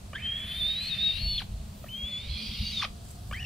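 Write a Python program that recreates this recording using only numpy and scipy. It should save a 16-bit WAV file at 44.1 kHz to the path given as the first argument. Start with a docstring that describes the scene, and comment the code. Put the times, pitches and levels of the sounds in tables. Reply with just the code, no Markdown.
"""A young kite, held by hand under trees, gives two long begging screeches and starts a third.
The long ones open with a tiny croak, slide into thin whistles and hiss, and fall away in a creak.
Whistles are gliding sines, croaks and creaks harmonic sums; noise makes the hoarse tones and hiss.
Filtered noise also makes the wind and handling rumble, quiet air, faint rustles and a high sizzle.
Two distant drones are wavering narrow bands; a short diffuse echo surrounds the bird."""
import sys
import numpy as np
from scipy import signal
from scipy.fft import rfft, irfft, next_fast_len
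from scipy.io import wavfile

SR = 44100
rng = np.random.default_rng(int(sys.argv[2]) if len(sys.argv) > 2 else 0)


def generate_wav(signal):
    """Clip the signal to [-1, 1] and save it as 16-bit WAV at the path in sys.argv[1]."""
    frames = np.transpose(np.atleast_2d(signal))
    scaled = np.clip(frames, -1, 1) * 32767
    pcm = np.round(scaled).astype(np.int16)
    wavfile.write(sys.argv[1], SR, pcm)


N = 152145  # samples
T = np.arange(N) / SR
CUTOFF_HZ = 15700


def from_db(db):
    """Level law: twenty decibels are a tenfold amplitude."""
    return 10 ** (np.asarray(db) / 20)


def rms_one(x):
    """Power normalisation: scale to unit mean square."""
    return x / np.sqrt(np.mean(np.abs(x) ** 2) + 1e-20)


def in_time(rows):
    """Linear interpolation: each column of a curve at every sample."""
    s, *columns = np.transpose(rows)
    return [np.interp(T, s, c) for c in columns]


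def at_hz(points, hz):
    """Logarithmic frequency scale: read a spectrum between its points."""
    f, value = np.transpose(points)
    return np.interp(np.log(np.maximum(hz, 1)), np.log(f), value)


def gate(start, end, fade):
    """Amplitude envelope: up to one between two times, with edges sloping for fade seconds."""
    return np.clip(np.minimum(T - start, end - T) / fade, 0, 1)


def drift(rate):
    """Random modulation: white noise through a two-pole low-pass at rate Hz, with unit power."""
    r = np.exp(-2 * np.pi * rate / SR)
    white = rng.standard_normal(N + SR)
    settled = signal.lfilter([1], [1, -2 * r, r * r], white)[SR:]
    return rms_one(settled)


def noise(colour, width=None):
    """Spectral shaping: noise rolled off outside its colour; stereo if given side-to-mid levels."""
    size = next_fast_len(N)
    hz = np.fft.rfftfreq(size, 1 / SR)
    above, below = hz / colour[-1][0], colour[0][0] / (hz + 1)
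    outside = np.maximum(np.maximum(above, below), 1)
    gain = from_db(at_hz(colour, hz)) / outside ** 6
    mid, side = rfft(rng.standard_normal((2, size))) * gain
    if width is not None:
        mid = mid + side * from_db(at_hz(width, hz)) * [[1], [-1]]
    return rms_one(irfft(mid, size)[..., :N])


def phase_of(hz):
    """Phase accumulation: the running integral of a pitch curve, in radians."""
    return 2 * np.pi * np.cumsum(hz) / SR


def narrow_band(hz, width):
    """Resonance stirred by noise: two random amplitudes in quadrature make a wavering tone."""
    phase = phase_of(hz)
    return drift(width / 2) * np.sin(phase) + drift(width / 2) * np.cos(phase)


# gliding whistles of the screeches; columns: time_s, pitch_hz, level_db
WHISTLES = [
    [(.22, 3027, -44), (.242, 3138, -35.5), (.305, 3202, -32), (.36, 3330, -36.5), (.42, 3390, -39.5),
     (.47, 3414, -42), (.525, 3468, -39), (.6, 3676, -36), (.616, 3530, -29), (.655, 3573, -28),
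     (.7, 3723, -30), (.745, 3740, -32.5), (.83, 4110, -35), (.852, 4130, -38), (.882, 4380, -36),
     (.9, 4210, -40)],
    [(.89, 3950, -43), (.912, 3744, -32), (.944, 3612, -33), (.968, 3590, -49), (.99, 3580, -30),
     (1.025, 3740, -30), (1.04, 3760, -22.5), (1.095, 3718, -28), (1.116, 3660, -29), (1.14, 3730, -38),
     (1.18, 3910, -41.5), (1.2, 4034, -62)],
    [(1.18, 4220, -47), (1.226, 4400, -37), (1.26, 4400, -33.5), (1.325, 4415, -31), (1.35, 4286, -35.5),
     (1.364, 4400, -32), (1.378, 4273, -35.5), (1.412, 4020, -51)],
    [(1.888, 2990, -50), (1.91, 3066, -44), (1.945, 3145, -38.5), (1.985, 3260, -39.5), (2.03, 3292, -35),
     (2.08, 3455, -38), (2.11, 3487, -39), (2.145, 3378, -34), (2.195, 3490, -38), (2.22, 3650, -45),
     (2.275, 3800, -50)],
    [(2.72, 3900, -43), (2.758, 3764, -38.5), (2.778, 3664, -29.5), (2.794, 3595, -34), (2.806, 3523, -28),
     (2.812, 3460, -48), (2.824, 3570, -39), (2.83, 3450, -50)],
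]
# second harmonic of each whistle, relative to its fundamental; column: level_db
OCTAVE_DB = [-57, -53, -48, -28, -37]
WHISTLE_JITTER, WHISTLE_FLUTTER_DB = 0.0035, 0.2  # rms pitch share, rms level


def whistles():
    """Nearly sinusoidal oscillation: a slightly unsteady tone with a faint second harmonic."""
    out = 0
    waver = WHISTLE_JITTER * drift(155)
    flutter = WHISTLE_FLUTTER_DB * drift(54)
    for rows, octave_db in zip(WHISTLES, OCTAVE_DB):
        hz, db = in_time(rows)
        phase = phase_of(hz * (1 + waver))
        tone = np.sin(phase) + from_db(octave_db) * np.sin(2 * phase)
        level = gate(rows[0][0], rows[-1][0], 0.0037) * from_db(db + flutter)
        out = out + level * tone
    return np.sqrt(2) * out  # levels are rms of the fundamental


# throat colour, weighting harmonics against each other; columns: frequency_hz, gain_db
THROAT = [(550, -2), (820, 1.5), (1150, 4), (1700, -1), (2500, 2), (3200, 0), (3900, -18.5), (4600, -8.5),
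          (5700, -7), (7500, -45), (15000, -38)]


def buzz(hz, level, tilt_db, top_hz):
    """Source and filter: harmonics of the syrinx, coloured by the throat, held to an rms level."""
    on = level > 0
    k = np.arange(1, 15)[:, None]  # harmonic numbers
    partials = k * hz[on]
    gains = from_db(at_hz(THROAT, partials) + tilt_db * np.log2(k))
    gains = gains * (partials < CUTOFF_HZ) / (1 + (partials / top_hz) ** 8)
    pulses = (gains * np.sin(k * (phase_of(hz[on]) + np.pi))).sum(0)
    out = np.zeros(N)
    out[on] = pulses / np.sqrt((gains ** 2).sum(0) / 2)
    return out * level


# the call sliding into and out of a screech; columns: time_s, pitch_hz, level_db
CREAKS = [
    [(.139, 1384, -51), (.15, 1574, -42), (.155, 1583, -33.5), (.16, 1654, -35.5), (.165, 1728, -40.5),
     (.177, 1806, -43), (.185, 2200, -45.5), (.215, 2500, -49), (.28, 2900, -56)],
    [(1.378, 3563, -34), (1.388, 3320, -27.5), (1.396, 2867, -43), (1.401, 1890, -46.5),
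     (1.408, 1520, -42.5), (1.416, 1157, -49), (1.421, 804, -39.5), (1.428, 650, -51)],
    [(1.861, 1790, -56), (1.88, 1863, -60), (1.885, 2490, -51), (1.896, 3020, -50)],
    [(2.812, 2710, -37), (2.818, 2255, -42), (2.826, 1286, -28), (2.834, 1047, -32), (2.837, 815, -37.5),
     (2.843, 790, -33.5), (2.848, 645, -38), (2.853, 602, -32.5), (2.858, 560, -46)],
    [(3.325, 1160, -30), (3.329, 1243, -42.5), (3.333, 1560, -38), (3.339, 1585, -42), (3.344, 1864, -38.5),
     (3.365, 2150, -44.5), (3.395, 2500, -43.5), (3.41, 2917, -41.5), (3.426, 2780, -46),
     (3.43, 2930, -32.5), (3.437, 2865, -52), (3.455, 2710, -27)],
]
# tone of each slide; columns: tilt_db_per_octave, top_edge_hz, rms_jitter_share
CREAK_TONE = [(2.5, 3500, 0.012), (-2, 6300, 0.015), (4, 3600, .04), (0.5, 17000, 0.013),
              (-4.5, 6400, 0.0223)]
CREAK_FLUTTER_DB = 2.25  # rms


def creaks():
    """Rapid random modulation: jitter and flutter roughen the slides at both ends of a screech."""
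    out = 0
    waver = drift(285)
    flutter = CREAK_FLUTTER_DB * drift(440)
    for rows, (tilt_db, top_hz, jitter) in zip(CREAKS, CREAK_TONE):
        hz, db = in_time(rows)
        level = gate(rows[0][0], rows[-1][0], 0.0016) * from_db(db + flutter)
        out = out + buzz(hz * (1 + jitter * waver), level, tilt_db, top_hz)
    return out


# croaks as the bill opens; columns: start_s, length_s, pitch_hz, level_db, tilt_db_per_octave
CROAKS = [(0.1315, 0.0063, 592, -38.5, -1.5), (1.8402, 0.0078, 628, -41.5, -10),
          (3.3112, 0.0067, 576, -36.5, -1.5)]


def croaks():
    """Harmonic pulse train: a few cycles at steady pitch before each screech."""
    out = 0
    for s, length, hz, db, tilt_db in CROAKS:
        level = gate(s, s + length, 0.0015) * from_db(db)
        out = out + buzz(np.full(N, hz), level, tilt_db, top_hz=4500)
    return out


# hoarse side tones and airy overtones
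# columns: start_s, end_s, start_pitch_hz, end_pitch_hz, level_db, width_hz
SIDE_TONES = [(0.148, 0.426, 1754, 1855, -55.5, 131), (0.134, 0.23, 3150, 3100, -49.5, 120),
              (.23, 0.431, 3126, 3274, -40, 90), (0.388, 0.615, 3080, 3193, -43, 70),
              (0.444, 0.638, 3530, 3770, -50, 200), (0.604, 0.903, 3200, 3000, -54.5, 100),
              (.78, 1.126, 2410, 2746, -49, 140), (1.101, 1.381, 2696, 2982, -45, 131),
              (1.261, 1.407, 3560, 3425, -39, 101), (2.074, 2.254, 4230, 4400, -57.5, 140),
              (2.268, 2.434, 4050, 4330, -44.5, 260), (2.287, 2.589, 3330, 3270, -45, 100),
              (2.356, 2.503, 2384, 2516, -49, 90), (2.374, 2.499, 4806, 4700, -45, 200.3),
              (2.54, 2.75, 2806, 2865, -47, 70), (2.55, 2.716, 3740, 3850, -45.5, 140),
              (2.639, 2.725, 4554, 4630, -38.5, 150), (2.618, 2.856, 6180, 6500, -57, 700),
              (2.768, 2.878, 1270, 1140, -51, 300), (3.313, 3.39, 3146, 3070, -48, 110),
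              (3.341, 3.47, 1790, 1860, -51.5, 200), (0.463, .71, 10780, 10630, -59.5, 450),
              (.7, 1.062, 11400, 10740, -69, 600), (1.08, 1.418, 10600, 9840, -67, 600)]


def side_tones():
    """Noise-driven resonance: air stirs narrow bands that never settle into a clean whistle."""
    out = 0
    for start, end, start_hz, end_hz, db, width in SIDE_TONES:
        hz = np.interp(T, [start, end], [start_hz, end_hz])
        out = out + gate(start, end, 0.034) * from_db(db) * narrow_band(hz, width)
    return out


# screech hiss in three registers; columns: time_s, level_db
LOW_HISS = [(.13, -70), (.2, -48.5), (.55, -48.5), (.75, -51), (.95, -49), (1.2, -54), (1.39, -67),
            (1.45, -77), (1.88, -64), (1.96, -56.5), (2.1, -49.5), (2.45, -49.5), (2.8, -47.5), (2.85, -35),
            (2.87, -88)]
HIGH_HISS = [(.4, -66), (.5, -49.5), (.58, -48), (.68, -45), (.86, -41), (1, -42.5), (1.2, -39.5),
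             (1.3, -48), (1.38, -42.5), (1.42, -45), (1.45, -60.5), (2.08, -69.5), (2.18, -56),
             (2.28, -49.5), (2.42, -41), (2.53, -41), (2.7, -40.5), (2.85, -38.5), (2.865, -63)]
TOP_HISS = [(.3, -80), (.48, -57), (.62, -53), (.74, -61.5), (.88, -60), (1.05, -62.5), (1.25, -58),
            (1.42, -61.5), (1.5, -92), (2.2, -73), (2.42, -61), (2.84, -57.5), (2.88, -70)]
# colours before and after SECOND_CALL_S; columns: frequency_hz, density_db_per_hz (relative)
LOW_COLOURS = [
    [(700, -30), (1150, -12), (1450, -9), (1780, 0), (2050, -0.5), (2500, 1.5), (2900, -5), (3400, -6.5)],
    [(700, -42), (1200, -20.5), (1800, -21), (2050, -10), (2350, -3), (2900, -7.5), (3400, -6)],
]
HIGH_COLOURS = [
    [(2500, -1.5), (3100, -2), (3700, 1), (4200, 1.5), (4700, -2.5), (5050, -16.5), (5700, -17.5),
     (6200, -28), (8000, -49)],
    [(2500, -8), (3100, 2), (3600, 2), (4250, 2.5), (4800, 4), (5200, -10), (5700, -5), (6100, -27),
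     (6900, -23), (8000, -39)],
]
TOP_COLOURS = [
    [(7000, -31), (8500, -12), (10100, -6.5), (10750, -2), (11500, -9), (12300, -11.5), (15500, -14)],
    [(7000, -20), (8800, 1), (9700, 3.5), (11000, -3), (15500, -10)],
]
SECOND_CALL_S, HISS_FLUTTER_DB = 1.7, -0.8


def hiss():
    """Turbulence: air rushing through the open bill, coloured differently in each long screech."""
    registers = ((LOW_HISS, LOW_COLOURS), (HIGH_HISS, HIGH_COLOURS), (TOP_HISS, TOP_COLOURS))
    # columns: frequency_hz, side_minus_mid_db
    first_width = [(2000, -9), (4500, -8), (10000, -2.5)]
    second_width = [(2000, -15.5), (4500, -5), (10000, -1)]
    out = 0
    for curve, (first, second) in registers:
        first_noise, second_noise = noise(first, first_width), noise(second, second_width)
        breath = np.where(T < SECOND_CALL_S, first_noise, second_noise)
        out = out + from_db(in_time(curve)[0]) * breath
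    return out * from_db(HISS_FLUTTER_DB * drift(120))


# the balance of the voice between the ears swings, sometimes sharply; columns: time_s, left_minus_right_db
BIRD_PAN = [(0.25, -1.0), (0.58, 1.5), (0.63, -4.5), (0.85, 1), (0.95, 10.0), (0.99, -6.5), (1.06, 7),
            (1.14, 0), (1.15, 13), (1.29, -1.5), (1.49, 4.5), (1.9, -1), (1.92, 3.5), (2.21, 1), (2.25, -9),
            (2.74, 0.0), (3.36, 1), (3.4, 1.5)]
EAR_LAG_S = .00002


def place_voice(voice):
    """Interaural differences: a moving level difference and a fixed delay on the right."""
    ears = np.array([voice, np.interp(T - EAR_LAG_S, T, voice)])
    return ears * from_db(in_time(BIRD_PAN)[0] * [[.5], [-.5]])


ECHO_DB, ECHO_T60_S = -11, 0.18


def scatter(x):
    """Diffuse reflection: roots and trunks return a short decaying tail, different on each side."""
    t = T[:SR // 3]
    tail = rng.standard_normal((2, len(t))) * from_db(-60 * t / ECHO_T60_S) * (t > .004)
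    tail /= np.sqrt((tail ** 2).sum(1, keepdims=True))
    return from_db(ECHO_DB) * signal.fftconvolve(x, tail, axes=1)[:, :N]


# wind and handling level; columns: time_s, level_db
RUMBLE = [(0.0, -46), (1.09, -45.5), (1.24, -32), (1.47, -40), (1.5, -34.5), (1.74, -46), (2.02, -50),
          (2.04, -33.5), (2.1, -62), (2.33, -33.5), (2.45, -52), (2.48, -38), (2.56, -48), (2.62, -27.5),
          (2.66, -42), (3.18, -46), (3.3, -36), (3.45, -42)]
# its spectrum; columns: frequency_hz, density_db_per_hz (relative)
RUMBLE_COLOUR = [(15, -6), (28, -8.5), (42, 0.5), (65, 1), (100, -5), (150, -13.5), (250, -43.5),
                 (500, -58)]


def rumble():
    """Low-frequency pressure fluctuation: wind and handling swell on the microphone."""
    return from_db(in_time(RUMBLE)[0]) * noise(RUMBLE_COLOUR, [(40, -50), (200, -6)])


# outdoor background spectrum; columns: frequency_hz, density_db_per_hz (relative)
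AIR = [(30, -21), (80, -0.5), (130, 0), (170, -2.5), (210, -4), (260, -13), (340, -17.5), (500, -19),
       (660, -20.5), (850, -24), (1200, -25), (2100, -33), (3300, -29.5), (6300, -30.5), (8100, -30),
       (11000, -35), (15500, -41.5)]
# its stereo spread, shared by rustles and sizzle; columns: frequency_hz, side_minus_mid_db
AIR_WIDTH = [(50, -20), (130, -18), (300, -6.5), (700, 1.5), (2000, -0.5), (10000, -1.5)]
AIR_DB = -47.5


def air():
    """Stationary noise: the steady, quiet sound of the open air."""
    return from_db(AIR_DB) * noise(AIR, AIR_WIDTH)


# feathers and leaves; columns: centre_s, length_s, level_db
RUSTLES = [(0.398, 0.06, -58.5), (0.855, 0.07, -53.5), (1.72, 0.21, -64.5), (3.101, 0.1, -54.5),
           (3.326, 0.099, -57)]
# their spectrum; columns: frequency_hz, density_db_per_hz (relative)
RUSTLE_COLOUR = [(1500, -8), (4000, -11), (6500, -4), (8000, 5), (10000, -6), (15000, -7)]


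def rustles():
    """Granular friction noise: short Gaussian swells of feathers and dry leaves."""
    level = sum(from_db(db) * np.exp(-2 * ((T - s) / length) ** 2) for s, length, db in RUSTLES)
    grains = noise(RUSTLE_COLOUR, AIR_WIDTH) * from_db(3.1 * drift(200))
    return level * rms_one(grains)


# faint distant drones; columns: time_s, pitch_hz, level_db (of the part common to both sides)
DRONES = [
    [(0, 208.1, -62.5), (.4, 211, -54), (1.1, 200, -55.5), (1.35, 208, -51), (1.8, 209.9, -56),
     (2.3, 215, -55), (2.52, 212, -44), (2.8, 202.8, -52), (3.1, 205, -61), (3.45, 207.7, -60)],
    [(0, 692, -67), (.3, 660, -65.5), (1, 649.4, -61), (1.7, 650, -69), (2, 580, -65), (2.17, 568, -61.5),
     (2.5, 600, -82), (2.95, 685, -63.5), (3.45, 733, -60)],
]
# bandwidth of each drone; column: width_hz
DRONE_WIDTHS_HZ = [21, 68]


def drones():
    """Partial coherence: two wavering narrow bands far away, partly different on each side."""
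    out = 0
    for curve, width in zip(DRONES, DRONE_WIDTHS_HZ):
        hz, db = in_time(curve)
        common = narrow_band(hz, width)
        difference = from_db(-11.5) * narrow_band(hz, width) * [[1], [-1]]
        out = out + from_db(db) * (common + difference)
    return out


# repeated faint, very high swells, probably an insect; columns: centre_s, level_db
SIZZLES = [(.62, -67), (1.3, -63), (1.89, -59), (2.58, -62), (3.35, -65)]
# their spectrum; columns: frequency_hz, density_db_per_hz (relative)
SIZZLE_COLOUR = [(9500, -10), (12500, -7), (14500, 0), (15700, -7)]
SIZZLE_LENGTH_S = 0.26


def sizzle():
    """Amplitude-modulated noise: soft Gaussian swells of very high hiss from the undergrowth."""
    level = sum(from_db(db) * np.exp(-2 * ((T - s) / SIZZLE_LENGTH_S) ** 2) for s, db in SIZZLES)
    return level * noise(SIZZLE_COLOUR, AIR_WIDTH)


def scene():
    """Superposition: the bird close by and its echo, over rumble and quiet outdoor air."""
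    voice = whistles() + creaks() + croaks() + side_tones()
    bird = place_voice(voice) + hiss()
    return bird + scatter(bird) + rumble() + air() + rustles() + drones() + sizzle()


def record(dry):
    """Elliptic low-pass filtering: the top is cut steeply."""
    top_cut = signal.ellip(12, .1, 80, CUTOFF_HZ, fs=SR, output="sos")  # ripple and stopband in dB
    return signal.sosfilt(top_cut, dry)


dry = scene()
out = record(dry)
generate_wav(out)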